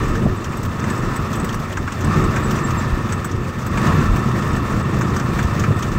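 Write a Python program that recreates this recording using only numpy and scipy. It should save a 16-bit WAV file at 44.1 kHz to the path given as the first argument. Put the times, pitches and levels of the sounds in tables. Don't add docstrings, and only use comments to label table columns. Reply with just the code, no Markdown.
import sys
import numpy as np
from scipy import signal
from scipy.io import wavfile

SR = 44100
rng = np.random.default_rng(int(sys.argv[2]) if len(sys.argv) > 2 else 0)


def unload_wav(signal):
    wavfile.write(
        sys.argv[1],
        SR,
        np.round(np.clip(np.atleast_2d(signal).T, -1, 1) * 32767).astype(np.int16),
    )


def how_loud(loudness_db):
    steps = np.asarray(loudness_db, float) / 20
    return 10 ** steps


N = 263718

# (time [s], engine level [dB])
RIDE = [(0, -27.5), (.27, -33), (.75, -33), (.85, -29.5), (1.4, -30.5), (1.68, -34), (1.97, -33.5),
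        (2.16, -24), (2.28, -27.5), (2.5, -27.5), (3.03, -30), (3.3, -34), (3.62, -34.5), (3.88, -22.5),
        (4.12, -28), (4.8, -29.5), (5.65, -29), (5.98, -31.5)]
MEAN_RIDE_DB = -30

# (frequency [Hz], level [dB per Hz])
HISS_COLOUR = [(350, -1.5), (600, -1.5), (900, -8), (1500, -7), (2200, -10.5), (3000, -18), (4200, -21),
               (5500, -19.5), (7900, -22), (8900, -21), (10000, -82), (11500, -40), (14300, -24.5),
               (17500, -39)]
HISS_DB, HISS_FOLLOWS = -41, 0.75

# (peak time [s], rumble level [dB], buffeting level [dB])
GUSTS = [(0, -5.5, -12), (.12, -16, -11), (.27, -18, -10), (.65, -27, -18), (1.04, -26, -18),
         (1.25, -36, -25), (1.4, -29, -22), (1.56, -29, -23.5), (1.8, -27, -24), (2.11, -19, -16),
         (2.25, -22, -18.5), (2.48, -26, -22), (2.75, -24, -25), (2.93, -17.5, -26), (3.1, -37, -38),
         (3.38, -28, -19.5), (3.76, -23, -21), (3.95, -31, -13), (4.1, -12, -21), (4.35, -34, -19),
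         (4.55, -17, -20), (4.75, -27, -17.5), (4.98, -30, -12.5), (5.36, -23, -16.5), (5.46, -22, -30),
         (5.63, -25, -14), (5.71, -35, -17.5), (5.96, -20, -23)]
# (frequency [Hz], level [dB per Hz])
RUMBLE_COLOUR = [(14, -9), (22, 6.5), (40, 5), (60, 3), (85, -6.5), (140, -26)]
# (frequency [Hz], level [dB per Hz])
BUFFET_COLOUR = [(50, -17.5), (85, 0), (120, 2), (230, -6.5), (350, -7), (500, -20), (700, -27.5),
                 (1000, -59)]
RUMBLE_DB_PER_S, BUFFET_DB_PER_S = 191, 102
RUMBLE_LULL_DB, BUFFET_LULL_DB = -34, -20

# (centre time [s], peak [dB], frequency [Hz], half length [s])
THUMPS = [(.053, -12, 140, .01), (.2585, -4, 210, .004), (.265, -12, 600, .0015), (2.17, -10, 150, .012),
          (3.86, -14, 95, .012), (4.345, -13, 150, .01), (5.133, -13, 87, .01), (5.61, -14, 170, .012),
          (5.7115, -3.5, 130, .006), (5.71, -14, 500, .002), (5.458, -10, 70, .008)]

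# (time [s], length [s], start pitch [Hz], end pitch [Hz], level [dB])
CHIRPS = [
    (2.43, .038, 7880, 7780, -38),
    (2.634, .034, 7750, 7420, -36),
    (2.66, .018, 7900, 8700, -48),
    (2.674, .034, 8750, 8250, -46),
    (2.768, .038, 7750, 7280, -38),
    (2.555, .022, 5900, 5950, -44),
]

# (frequency [Hz], level [dB], time to fall by 60 dB [s])
PANEL_TONES = [(1590, 5, .06), (2000, -3, .03), (2280, -4, .03), (2620, -6, .025), (3000, -7, .025),
               (4000, -9, .02), (5330, -5, .03), (5850, -4, .03), (6300, -9, .025), (7070, -9, .025),
               (7570, -9, .025), (8330, -8, .025)]
# (frequency [Hz], level [dB], time to fall by 60 dB [s])
FITTING_TONES = [(7980, 0, .035), (10320, -24, .04), (12240, -17, .03), (12890, -19, .03),
                 (14920, -20, .03)]
# (frequency [Hz], level [dB per Hz])
KNOCK_COLOUR = [(700, -10), (1200, 9), (2000, 6.5), (2800, 7), (4000, -16.5), (6000, -4.5), (8200, -9),
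                (9300, -46), (10500, -34), (13500, -15), (15200, -13), (17500, -20)]
# (time [s], peak [dB], low panel over the peak [dB])
BOOMS = [(.1511, -23, 1), (0.84, -21, 3.5), (1.7708, -18.5, 5), (1.8763, -20, 5.5), (2.361, -17.5, 6),
         (2.557, -30, 1), (2.587, -21, 4), (3.4501, -33, 8), (3.7743, -18.5, 7), (4.0143, -28, 9),
         (5.011, -18, 5.5), (5.1973, -19.5, 0), (5.3886, -16, 3.5), (5.6386, -20, 6.5)]
BOOM_FITTING_DB, BOOM_TOP_DB = -23, -30
# (time [s], peak [dB], fitting over the peak [dB], top over the peak [dB])
TINKLES = [(0.569, -25.5, 3.5, -15), (.63, -23, -4, -14), (0.8996, -18.5, 2, -23), (0.977, -32, 2, -18),
           (1.1606, -23, 1, -15), (1.3553, -24, 4.5, -15), (1.399, -22.5, 3, -28), (1.445, -21.5, 2.5, -12),
           (1.5424, -20.5, -4, -15), (2.044, -21, -2, -19), (2.2393, -22, 0.5, -20),
           (3.123, -13.5, -2, -24), (3.2176, -45, -9, -18), (3.245, -19.5, 5, -15), (3.6643, -26, 2, -12),
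           (4.563, -24, 0, -18), (5.1628, -18, -7, -23)]
TINKLE_LOW_DB = 0
# (time [s], peak [dB], top over the peak [dB])
SLAPS = [(.0787, -27, -24), (0.95, -24, -24), (1.527, -22, -21), (2.7062, -19.5, -24), (5.917, -23, -24),
         (.4427, -18, -22), (0.65, -23.5, -12), (.7951, -23.5, -27), (1.33, -17.5, -21), (1.49, -17, -26),
         (1.5968, -25, -17), (1.724, -20, -23), (1.921, -18.5, -35), (2.0068, -22, -22), (2.148, -31, -27),
         (2.5087, -17.5, -15), (3.089, -22.5, -29), (3.314, -23, -26), (3.586, -24, -26),
         (3.8656, -17, -27), (3.926, -27, -22), (4.1595, -17.5, -19), (4.422, -19.5, -31),
         (4.5301, -23, -24), (4.8005, -34, -27), (4.9866, -26, -13), (5.426, -19.5, -17),
         (5.5952, -15, -24), (5.7897, -20, -23), (5.824, -15.5, -25)]
SLAP_LOW_DB, SLAP_FITTING_DB = -3, -20

TYRE_HZ, TYRE_DB = 91.5, 3.8

# (time [s], firing rate [Hz])
FIRING = [(0.0, 24.742), (0.5, 24.521), (1.0, 24.631), (1.5, 24.705), (2.0, 24.686), (2.6, 24.721),
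          (3.2, 24.698), (3.7, 24.962), (4.1, 25.116), (4.6, 25.245), (5.1, 25.363), (5.5, 25.371),
          (5.98, 25.328)]
FIRST_TURN = .708
# (frequency [Hz], width [Hz], level [dB])
BODY_TONES = [(925, 165, -4), (1129, 136, 3.5), (1317, 165, 0.5), (1224, 31, -3.5), (1642, 80, -14),
              (1759.4, 23, 2), (1834, 54, -3.5), (2684, 143, -13), (3563, 140, -17.5)]
# (frequency [Hz], width [Hz], level [dB])
EXHAUST_TONES = [(130, 22, 0), (207, 36, -2), (373, 11, -13), (471, 13, -21)]
EXHAUST_DB, EXHAUST_DB_PER_HZ, CRUISE_HZ = 4.0, 2.0, 24.7
REBOUND_S, REBOUND_DB = .0085, -6

# (frequency [Hz], width [Hz], amount taken away [dB])
MIC_DIP = [(9470, 3270, -2)]


def rms_one(x):
    return x / np.sqrt(np.mean(x ** 2) + 1e-20)


def in_time(rows):
    s, *columns = np.transpose(rows)
    return [np.interp(np.arange(N) / SR, s, c) for c in columns]


def drift(rate):
    r = np.exp(-80 * np.pi * rate / SR)
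    white = rng.standard_normal(N // 40 + 2002)
    slow = signal.lfilter([1], [1, -2 * r, r * r], white)[2000:]
    return np.interp(np.arange(N) / 40, np.arange(len(slow)), rms_one(slow))


def cut(x, hz, kind, order=2):
    return signal.sosfilt(signal.butter(order, hz, kind, fs=SR, output="sos"), x)


def resonate(x, modes):
    out = 0
    for k, (hz, width, db) in enumerate(modes):
        r = np.exp(-np.pi * width / SR)
        top = (1 - r * r) / 2 * np.array([1, 0, -1])
        bottom = [1, -2 * r * np.cos(2 * np.pi * hz / SR), r * r]
        out = out + (-1) ** k * how_loud(db) * signal.lfilter(top, bottom, x)
    return out


def ring(clicks, hz, t60):
    r = how_loud(-60 / (t60 * SR))
    w = 2 * np.pi * hz / SR
    return signal.lfilter([0, np.sin(w)], [1, -2 * r * np.cos(w), r * r], clicks + 1e-18)


def banded_noise(spectrum, patchy_db, together_db, rate, count):
    hz_points, db_points = np.transpose(spectrum)
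    out, together = 0, drift(rate)
    white = rng.standard_normal((2, N))
    edges = np.geomspace(hz_points[0], hz_points[-1], count + 1)
    for k, (low, high) in enumerate(zip(edges, edges[1:])):
        level_db = np.interp(np.log(low * high) / 2, np.log(hz_points), db_points)
        flicker_db = together_db * together + patchy_db * drift(rate)
        out = out + how_loud(level_db + flicker_db) * cut(white[k % 2], [low, high], "band")
    return rms_one(out)


def road_hiss(hiss_db):
    return how_loud(hiss_db + 9) * banded_noise(HISS_COLOUR, patchy_db=1.44, together_db=1.6, rate=21, count=20)


def gusting(peaks_db, db_per_s, lull_db):
    t = np.arange(0, N + 64, 64) / SR
    away_s = abs(t - np.array(GUSTS)[:, :1])
    gusts = how_loud(peaks_db[:, None] - db_per_s * away_s).max(axis=0)
    return np.hypot(np.interp(np.arange(N) / SR, t, gusts), how_loud(lull_db))


def wind(swing_db):
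    _, rumble_db, buffet_db = np.transpose(GUSTS)
    rumble = gusting(rumble_db, RUMBLE_DB_PER_S, RUMBLE_LULL_DB + swing_db)
    rumble *= banded_noise(RUMBLE_COLOUR, patchy_db=2.0, together_db=1.5, rate=21, count=9)
    buffet = gusting(buffet_db, BUFFET_DB_PER_S, BUFFET_LULL_DB + swing_db)
    buffet *= banded_noise(BUFFET_COLOUR, patchy_db=1.0, together_db=0.5, rate=8.3, count=12)
    return (rumble + how_loud(-4.5) * buffet) * how_loud(1.5 * drift(14))


def thumps():
    t, out = np.arange(N) / SR, np.zeros(N)
    for s, db, hz, length_s in THUMPS:
        swell = np.exp(-((t - s) / length_s) ** 2)
        out -= how_loud(db) * swell * np.sin(2 * np.pi * hz * (t - s))
    return out


def bird():
    t, out = np.arange(N) / SR, np.zeros(N)
    for s, length, start_hz, end_hz, db in CHIRPS:
        part = np.clip((t - s) / length, 0, 1)
        pitch = end_hz + (start_hz - end_hz) * (1 - part) ** 1.5
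        out += how_loud(db) * np.sin(np.pi * part) * np.sin(2 * np.pi * np.cumsum(pitch) / SR)
    hoarse = out * how_loud(3.5 * drift(150))
    return hoarse + how_loud(-14) * np.roll(hoarse, int(.018 * SR))


def every_rattle():
    booms = [(s, db, low_db, BOOM_FITTING_DB, BOOM_TOP_DB) for s, db, low_db in BOOMS]
    tinkles = [(s, db, TINKLE_LOW_DB, ring_db, top_db) for s, db, ring_db, top_db in TINKLES]
    slaps = [(s, db, SLAP_LOW_DB, SLAP_FITTING_DB, top_db) for s, db, top_db in SLAPS]
    return np.array(booms + tinkles + slaps)


def rattles(bounce_s, bounces_per_s):
    rows = every_rattle()
    at, out = (rows[:, 0] * SR).astype(int), np.zeros(N)
    after = np.arange(int(4 * bounce_s * SR))
    size = (len(at), len(after))
    contact = rng.random(size) < bounces_per_s / SR
    contact[:, 0] = True
    tones = [(tone, 2 if tone[0] < 2500 else None, -19.5) for tone in PANEL_TONES]
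    tones += [(tone, 3 if tone[0] < 9000 else 4, -5.0 if k == 0 else 13.0)
              for k, tone in enumerate(FITTING_TONES)]
    for (hz, db, t60), column, offset_db in tones:
        level_db = rows[:, 1] + db + offset_db + 2.5 * rng.standard_normal(len(at))
        if column:
            level_db += rows[:, column]
        runs = contact * rng.standard_normal(size) * np.exp(-after / SR / bounce_s)
        clicks = np.zeros(N + 3000)
        np.add.at(clicks, at[:, None] + after, how_loud(level_db)[:, None] * runs)
        out += ring(clicks[:N], hz, t60)
    return out


def knocks(hold_s, fade_s, low_db, top_db, chatter_db):
    rows = every_rattle()
    after = np.arange(3000) / SR
    shape = np.minimum(1, np.exp((hold_s - after) / fade_s))
    noise = banded_noise(KNOCK_COLOUR, patchy_db=3.0, together_db=0.0, rate=28, count=14)
    low, middle = cut(noise, 2500, "low"), cut(noise, [2500, 9500], "band")
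    top = cut(noise, 10500, "high", order=4)
    touch = rng.random(N) < 25 * how_loud(4.0 * drift(3)) / SR
    taps = touch * how_loud(chatter_db + 2.0 * rng.standard_normal(N))
    out = np.zeros(N)
    for part, over_db in [(low, rows[:, 2] + low_db), (middle, 0), (top, rows[:, 4] + top_db)]:
        blows = taps.copy()
        blows[(rows[:, 0] * SR).astype(int)] = how_loud(rows[:, 1] + over_db)
        out += part * signal.fftconvolve(blows, shape)[:N]
    return out


def jingle(per_s, spread_db):
    touch = rng.random(N) < per_s * how_loud(3.0 * drift(8)) / SR
    clicks = touch * how_loud(spread_db * rng.standard_normal(N))
    out = np.zeros(N)
    for hz, db, t60 in FITTING_TONES:
        out += how_loud(db) * ring(clicks * rng.standard_normal(N), hz, t60)
    return rms_one(out)


def loose_parts(hiss_db):
    out = how_loud(-11) * rattles(bounce_s=.01, bounces_per_s=1800)
    out += how_loud(hiss_db - 15) * jingle(per_s=70, spread_db=2.5)
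    return out + how_loud(-5.0) * knocks(hold_s=0.0045, fade_s=0.0099, low_db=0.5, top_db=19.0, chatter_db=-49)


def tyre_hum():
    hum = rms_one(resonate(rng.standard_normal(N), [(TYRE_HZ, 11, -1)]))
    return how_loud(TYRE_DB - 1.5 + 1.5 * drift(6)) * hum


def cycles():
    return FIRST_TURN + np.cumsum(in_time(FIRING)[0]) / SR


def clatter(turns, firing_db, stroke_db, flicker_db):
    throb_db = firing_db * np.cos(2 * np.pi * (turns - .15))
    throb_db += stroke_db * np.cos(2 * np.pi * (4 * turns - .3))
    shaking = rng.standard_normal(N) * how_loud(throb_db + flicker_db * drift(38))
    return rms_one(resonate(shaking, BODY_TONES))


def exhaust(turns, uneven_db, late_s, soft_hz, open_end_hz):
    at = np.flatnonzero(np.diff(np.floor(turns)))
    chance = rng.standard_normal((len(at), 2))
    late = (late_s * SR * chance[:, 0]).astype(int)
    pulses = np.zeros(N)
    pulses[np.clip(at + late, 0, N - 1)] = how_loud(uneven_db * chance[:, 1])
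    pulses += how_loud(REBOUND_DB) * np.roll(pulses, int(REBOUND_S * SR))
    soft = cut(pulses, soft_hz, "low")
    leaving = cut(soft, open_end_hz, "high")
    return -rms_one(resonate(leaving, EXHAUST_TONES))


def engine():
    turns = cycles()
    pipe_db = EXHAUST_DB + EXHAUST_DB_PER_HZ * (in_time(FIRING)[0] - CRUISE_HZ)
    pipe = exhaust(turns, uneven_db=2.0, late_s=.0002, soft_hz=580, open_end_hz=136)
    tin = clatter(turns, firing_db=0.55, stroke_db=-0.4, flicker_db=0.5)
    return how_loud(pipe_db) * pipe + how_loud(1.0) * tin


def scene():
    level_db, = in_time(RIDE)
    swing_db = level_db - MEAN_RIDE_DB
    hiss_db = HISS_DB + HISS_FOLLOWS * swing_db
    surroundings = road_hiss(hiss_db) + wind(swing_db) + thumps() + how_loud(7.0) * bird()
    vehicle = loose_parts(hiss_db) + how_loud(level_db) * (tyre_hum() + engine())
    return (surroundings + vehicle)[None]


def band_limit(x):
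    return signal.sosfilt(signal.butter(12, 16180, fs=SR, output="sos"), x)


def record(dry):
    coloured = cut(dry - resonate(dry, MIC_DIP), 24, "high")
    rounded = 0.9 * np.tanh(coloured / 0.89)
    top_cut = signal.ellip(10, .5, 60, 15750, fs=SR, output="sos")
    mix = signal.sosfilt(top_cut, rounded) + .0026
    return band_limit(mix)


dry = scene()
out = record(dry)
unload_wav(out)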